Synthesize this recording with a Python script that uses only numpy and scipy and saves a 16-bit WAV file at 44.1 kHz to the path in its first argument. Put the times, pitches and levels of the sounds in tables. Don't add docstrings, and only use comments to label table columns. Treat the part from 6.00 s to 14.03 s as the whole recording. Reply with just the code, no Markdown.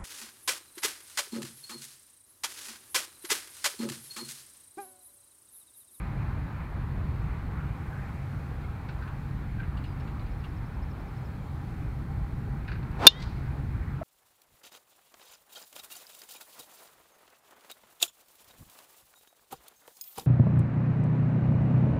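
import sys
import numpy as np
from scipy import signal
from scipy.fft import rfft, irfft, next_fast_len
from scipy.io import wavfile
from scipy.ndimage import uniform_filter1d, map_coordinates

SR = 44100
rng = np.random.default_rng(int(sys.argv[2]) if len(sys.argv) > 2 else 0)


def ratio_of_db(decibels):
    return 10 ** (np.asarray(decibels, float) / 20)


def master(y):
    cut = np.clip(np.atleast_2d(y).T, -1, 1)
    pcm = np.round(cut * 32767)
    wavfile.write(sys.argv[1], SR, pcm.astype(np.int16))


N = 354211


def unit(x):
    return x / np.sqrt(np.mean(x ** 2) + 1e-20)


def along(points, hz):
    f, v = np.transpose(points)
    return np.interp(np.log(hz + 1), np.log(f + 1), v)


def curves(rows):
    s, *cols = np.transpose(rows)
    return [np.interp(np.arange(N) / SR, s, c) for c in cols]


def wobble(rate_hz):
    knots = rng.standard_normal(int(N * rate_hz / SR) + 4)
    return map_coordinates(knots, [np.arange(N) * rate_hz / SR])


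def filtered(x, response):
    m = next_fast_len(len(x) + 8192)
    return irfft(rfft(x, m) * response(np.fft.rfftfreq(m, 1 / SR)), m)[:len(x)]


def resonant(x, modes):
    def response(f):
        return sum((-1) ** k * ratio_of_db(db) * 1j * f * width / (hz * hz - f * f + 1j * f * width)
                   for k, (hz, width, db) in enumerate(modes))
    return filtered(x, response)


def rush(spectrum, patchy_db):
    z = signal.stft(rng.standard_normal(N), nperseg=512)[2]
    field = uniform_filter1d(rng.standard_normal(z.shape), 6, 0)
    field = uniform_filter1d(field, 14, 1)
    x = signal.istft(z * ratio_of_db(patchy_db * unit(field)), nperseg=512)[1][:N]
    return unit(filtered(x, lambda hz: ratio_of_db(along(spectrum, hz))))


def add(track, s, x):
    part = track[round(s * SR):][:len(x)]
    part += x[:len(part)]


# (time [s], strength [dB])
GUSTS = [(0.0, -35.5), (0.38, -33.5), (0.69, -37), (1.07, -33), (1.72, -35.5), (1.85, -37), (3.13, -37.5),
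         (3.35, -34.5), (4.02, -36), (4.29, -35), (5.23, -38.5), (5.57, -35.5), (6.71, -34), (7.07, -35.5),
         (7.67, -33.5), (8.03, -36.5)]
# (frequency [Hz], density [dB per Hz])
RUMBLE_SPECTRUM = [(12, -39.5), (20, -13), (54, 2), (139, -4), (235, -15.5), (284, -17), (500, -36),
                   (650, -55), (1100, -120)]
# (frequency [Hz], density [dB per Hz])
LEAF_SPECTRUM = [(2200, -26), (3000, 1.5), (4300, 2.5), (5200, -12.5), (6500, -28.5)]


def breeze():
    gust_db, = curves(GUSTS)
    rumble = ratio_of_db(gust_db + 1.5 + 0.53 * wobble(6)) * rush(RUMBLE_SPECTRUM, patchy_db=0.1)
    calm_db_per_s, gust_share = 0.3, 0.3
    leaves_db = -67.5 - calm_db_per_s * np.arange(N) / SR
    leaves_db += gust_share * (gust_db - gust_db.mean()) + 0.8 * wobble(1.5)
    return rumble + ratio_of_db(leaves_db) * rush(LEAF_SPECTRUM, patchy_db=0.5)


# (frequency [Hz], width [Hz], level [dB])
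MACHINE_MODES = [(136.9, 9.6, 2.5), (811, 25, -20)]


def machine():
    return ratio_of_db(-42.5 + 1.497 * wobble(3.3)) * unit(resonant(rng.standard_normal(N), MACHINE_MODES))


# (time [s], tyre roar [dB])
TYRE_ROAR = [(0.0, -48), (0.92, -50.5), (1.63, -49), (2.21, -52), (5.3, -54), (6.28, -54.5), (6.93, -51),
             (7.69, -52.5), (8.03, -51.5)]
# (frequency [Hz], density [dB per Hz])
ROAD_SPECTRUM = [(180, -30.5), (300, -5), (565, -10.5), (732, -11), (792, -8), (1070, -10), (1190, -11),
                 (1460, -12.5), (1700, -15.5), (2420, -20.5), (3200, -36.5), (4160, -57.5), (7040, -120)]


def road():
    tyres_db, = curves(TYRE_ROAR)
    noise = rush(ROAD_SPECTRUM, patchy_db=1.4)
    tyres = filtered(noise, lambda hz: 1 / (1 + (1000 / (hz + 1)) ** 4))
    swell_share = 0.16
    engines_db = -54.5 + swell_share * (tyres_db - tyres_db.mean()) + 1.1 * wobble(2.3)
    engines = ratio_of_db(engines_db) * unit(noise - tyres)
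    return engines + ratio_of_db(tyres_db - 0.77 + 0.55 * wobble(3.4)) * unit(tyres)


# (time [s], length [s], pitch [Hz], level [dB], hoarseness [0-1])
ROOK_CALLS = [
    (1.911, .099, 800, -47, 0.7),
    (2.637, .019, 1080, -48, .2),
    (3.015, .03, 650, -51, 0.5),
    (3.58, 0.058, 781, -42.5, 0.38),
    (8.017, 0.023, 660, -38.5, .4),
]


def rooks():
    out = np.zeros(N)
    rasp = wobble(300)
    for s, length_s, hz, db, hoarse in ROOK_CALLS:
        u = np.linspace(0, 1, round(length_s * SR))
        phase = 2 * np.pi * hz * length_s * u
        call = ratio_of_db(-17) * np.sin(phase) + np.sin(2 * phase) + 0.18 * np.sin(3 * phase)
        call *= np.sqrt(np.abs(np.sin(np.pi * u)))
        throat = 1 - hoarse + hoarse * rasp[round(s * SR):][:len(u)]
        add(out, s, ratio_of_db(db) * call[:len(throat)] * throat)
    return out


def whistle(length_s, start_hz, end_hz, bend):
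    u = np.linspace(0, 1, round(length_s * SR))
    hz = start_hz + (end_hz - start_hz) * u ** bend
    return np.sqrt(np.abs(np.sin(np.pi * u))) * np.sin(2 * np.pi * np.cumsum(hz) / SR), hz


def beak(note, hz):
    return note * (0.22 + 0.78 * np.exp(-((hz - 5250) / 280) ** 2))


# (time [s], length [s], start [Hz], end [Hz], level [dB])
SONG_NOTES = [
    (3.845, .1, 5250, 4700, -67),
    (4.03, .08, 6650, 6900, -78),
    (4.0, .015, 5500, 5300, -64),
    (4.21, .015, 3900, 4070, -61),
    (4.262, 0.012, 4650, 4850, -62),
    (5.4, 0.085, 7100, 7000, -76),
]
# (time [s], length [s], start [Hz], end [Hz], level [dB])
CLUCK_NOTE = (8.0135, .011, 610, 670, -29)
PHRASES_DB = [-68, -67.5, -70, -63.5, -67, -64]


def songbirds():
    out = np.zeros(N)
    for s, length_s, start_hz, end_hz, db in [*SONG_NOTES, CLUCK_NOTE]:
        add(out, s, ratio_of_db(db) * whistle(length_s, start_hz, end_hz, bend=0.6)[0])
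    first_s, every_s, fall_after_s, fall_over_db = 4.3, 0.1706, 0.073, 1.5
    for k, db in enumerate(PHRASES_DB):
        s = first_s + k * every_s
        rise = beak(*whistle(0.036, 4750, 5800, bend=1.4))
        fall = beak(*whistle(0.063, 6450, 3900, bend=1.1))
        add(out, s, ratio_of_db(db) * rise)
        add(out, s + fall_after_s, ratio_of_db(db + fall_over_db) * fall)
    return out * ratio_of_db(1.3 * wobble(120))


# (time [s], peak [dB], low part [dB], middle part [dB])
RASPS = [(2.6124, -56, 5, -4), (2.887, -44, 7.5, -12), (3.021, -51.5, 11, -12), (3.075, -57, 15, 3),
         (3.77, -51.5, 0, 2), (3.839, -53, 1, 5), (3.998, -55, -8, 1), (4.074, -55, 10, 0),
         (4.193, -52, -9, -5), (4.262, -58, -2, -3), (4.439, -52, 5, 3.5), (6.6776, -42.5, 11, -7),
         (6.7161, -42.5, 10.5, -8), (6.7525, -53, 13, -6), (6.827, -53.5, 6, -13), (6.911, -58, -3, -13.5),
         (3.597, -60, 23, 3), (3.629, -61, 22, 2)]
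# (frequency [Hz], width [Hz], level [dB])
CLOTH_MODES = [(1510, 350, 3.5), (2500, 450, -2.5), (2800, 270, 5.5), (3630, 900, -1.5), (4560, 1000, 0.5),
               (6460, 2000, -24)]


def creaks():
    low, middle, high, snap = np.zeros((4, N))
    grit = rng.standard_normal((len(RASPS), 4000))
    t = np.arange(grit.shape[1]) / SR
    rasp_s = 0.015
    envelope = (1 - np.exp(-t / 0.001)) * np.exp(-(t / rasp_s) ** 0.87)
    for (s, db, low_db, middle_db), g in zip(RASPS, grit):
        burst = g * np.abs(g) ** 0.34 * envelope
        add(high, s, ratio_of_db(db + 2.0) * burst)
        add(middle, s, ratio_of_db(db + middle_db + 10.5) * burst)
        add(low, s, ratio_of_db(db + low_db + 4) * burst)
    low = resonant(resonant(low, CLOTH_MODES[:2]), CLOTH_MODES[:2])
    middle = resonant(middle, CLOTH_MODES[2:3])
    high = resonant(high, CLOTH_MODES[3:])
    snap_t60_s, snap_above_hz = 0.012, 4000
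    add(snap, 6.914, ratio_of_db(-54 - 60 * t / snap_t60_s) * rng.standard_normal(len(t)))
    snap = filtered(snap, lambda hz: 1 / (1 + (snap_above_hz / (hz + 1)) ** 4))
    return snap + low + middle + high


# (frequency [Hz], level [dB])
ECHO_COLOUR = [(300, -20), (1200, -8), (2500, -6), (3200, -4), (4500, 0), (5500, -11), (8000, -20),
               (12000, -34)]
# (frequency [Hz], T60 [s])
TREE_DECAY = [(300, .25), (2000, 0.64), (5000, 0.85), (12000, 0.075)]
# (delay [s], level [dB], spread [s])
TREE_SLAPS = [
    (.137, -63, .005),
    (.158, -51, .005),
    (.172, -57, .005),
]


def trees():
    hit_s, hit_db = CONTACT[0]
    hz, t, z = signal.stft(rng.standard_normal(SR), SR, nperseg=256)
    colour = ratio_of_db(along(ECHO_COLOUR, hz)[:, None])
    decay = ratio_of_db(-60 * np.maximum(t - 0.16, 0) / along(TREE_DECAY, hz)[:, None])
    tail = signal.istft(z * colour * decay, SR, nperseg=256)[1]
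    tail = tail / np.std(tail[:SR // 10])
    t = np.arange(len(tail)) / SR
    swell = ratio_of_db(-60.5) * np.clip((t - 0.05) / 0.1, 0, 1)
    slaps = sum(ratio_of_db(db) * np.exp(-((t - delay_s) / spread_s) ** 2) for delay_s, db, spread_s in TREE_SLAPS)
    out = np.zeros(N)
    add(out, hit_s, ratio_of_db(hit_db) * tail * (swell + slaps))
    return out


# (time [s], rush [dB], shedding tone [Hz])
DOWNSWING = [
    (6.94, -64, 906),
    (6.975, -53, 748.6),
    (7.0, -39, 719),
    (7.028, -30, 896),
    (7.058, -25, 870),
]
# (frequency [Hz], density [dB per Hz])
WAKE_SPECTRUM = [(120, -39.5), (200, -9.5), (370, -7), (1020, -7), (1150, -7.5), (2510, -20.5), (4310, -26),
                 (6420, -37.5), (15000, -50)]
# (frequency [Hz], density [dB per Hz])
GRIT_SPECTRUM = [(1500, -25), (2700, -3), (3100, 0), (4500, -2), (6500, -13), (8000, -20), (10000, -32),
                 (15000, -45)]


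def swing():
    _, end_db, end_hz = DOWNSWING[-1]
    hit_s = CONTACT[0][0]
    level_db, tone_hz = curves([(6.9, -80, DOWNSWING[0][2]), *DOWNSWING,
                                (hit_s, end_db - 5.5, end_hz),
                                (hit_s + 0.023, end_db - 29.5, end_hz),
                                (7.3, -120, end_hz)])
    fuzz = unit(filtered(rng.standard_normal(N), lambda hz: 1 / (1 + (hz / 120) ** 2)))
    tone = fuzz * np.sin(2 * np.pi * np.cumsum(tone_hz) / SR)
    since = np.arange(N) / SR - hit_s
    t = np.maximum(since, 0)
    grit_t60_s, after_3db_s = 0.13, 0.04
    grit = (since >= 0) * ratio_of_db(-17 - 60 * t / grit_t60_s)
    after = (since >= 0) * ratio_of_db(-37 - 3 * (t / after_3db_s) ** 1.5)
    wake = rush(WAKE_SPECTRUM, patchy_db=1.5)
    before = ratio_of_db(level_db) * (0.92 * wake + 0.8 * tone)
    return before + after * wake + grit * rush(GRIT_SPECTRUM, patchy_db=3.5)


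# (frequency [Hz], level [dB], T60 [s])
FACE_MODES = [(432, -19, .03), (1040, -19, .028), (1564, -20, .026), (2280, -27, .025), (2787, -14, .055),
              (3035, -21, .04), (3592, -2.5, .056), (3790, -23, .05), (4045, -15, .05), (4150, -19, .05),
              (4345, -9, .028), (4870, -10, .028), (5530, -12, .026), (6650, -22, .026)]
# (frequency [Hz], level [dB], T60 [s])
SOLE_MODES = [(1768, -55, 2.5), (2740, -38, .1), (2865, -37, .27), (2990, -38, .1), (3290, -38, .26),
              (3950, -38, .1)]


def head_ring(t):
    turn_rise, turn_s, turn_shape = 0.2, 0.1, 1.5
    gained_s = np.cumsum(turn_rise * (1 - np.exp(-(t / turn_s) ** turn_shape))) / SR
    face_t = t + 0.5 * gained_s
    ring = sum(ratio_of_db(db - 60 * t / t60) * np.sin(2 * np.pi * hz * face_t) for hz, db, t60 in FACE_MODES)
    facing = np.clip(t / 0.04, 0, 1) / (1 + (t / 0.155) ** 14)
    for hz, db, t60 in SOLE_MODES:
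        flutter = ratio_of_db(3 * wobble(200)[:len(t)])
        phase = 2 * np.pi * hz * (t + gained_s) + 0.4 * wobble(120)[:len(t)]
        ring = ring + facing * flutter * ratio_of_db(db - 5.0 - 60 * t / t60) * np.sin(phase)
    return ring


# (time [s], peak [dB])
CONTACT = [
    (7.068, 5.5),
]
# (frequency [Hz], level [dB])
CRACK_COLOUR = [(150, -29), (400, -7.5), (1000, -3), (2000, -6.5), (5000, -3), (8000, -24), (10500, -14),
                (15000, -26.5)]


def strike():
    (hit_s, db), = CONTACT
    t = np.arange(SR // 2) / SR
    ring = head_ring(t) * (1 - np.exp(-t / 0.0008))
    crack_t60_s = 0.013
    crack = unit(filtered(rng.standard_normal(len(t)), lambda hz: ratio_of_db(along(CRACK_COLOUR, hz))))
    crack = crack * ratio_of_db(-60 * t / crack_t60_s)
    u = t / 0.00016
    push = u * np.exp(1 - u) * (1 - u / 2)
    out = np.zeros(N)
    add(out, hit_s, ratio_of_db(db + 9.0) * (ring + ratio_of_db(-10.5) * crack + ratio_of_db(1) * push))
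    return signal.sosfilt(signal.butter(2, 300, 'high', fs=SR, output='sos'), out)


def scene():
    background = breeze() + machine() + road() + rooks() + songbirds()
    return (background + creaks() + trees() + swing() + strike())[None]


def band_limit(x):
    return signal.sosfilt(signal.butter(12, 21850, fs=SR, output="sos"), x)


# (frequency [Hz], density [dB per Hz])
HISS_SPECTRUM = [(2900, -29), (5000, -2), (5500, -6), (10000, -5), (13600, -4), (15700, -4.5)]


def record(dry):
    t = np.arange(SR // 2) / SR
    attack_s, release_s = 0.008, 0.085
    duck = (1 - np.exp(-t / attack_s)) * np.exp(-(t / release_s) ** 2)
    over = np.abs(dry[0]) > 1
    cut_db = -15 * signal.fftconvolve(over / max(over.sum(), 1), duck)[:N]
    hiss = ratio_of_db(-70.5 + 0.4 * cut_db) * rush(HISS_SPECTRUM, patchy_db=0.6)
    x = np.clip(dry[0] * ratio_of_db(cut_db) + hiss, -0.97, 0.97)
    top_hz = 15750
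    x = filtered(x, lambda hz: 1 / (1 + (hz / top_hz) ** 120))
    return band_limit(x[None])


dry = scene()
out = record(dry)
master(out)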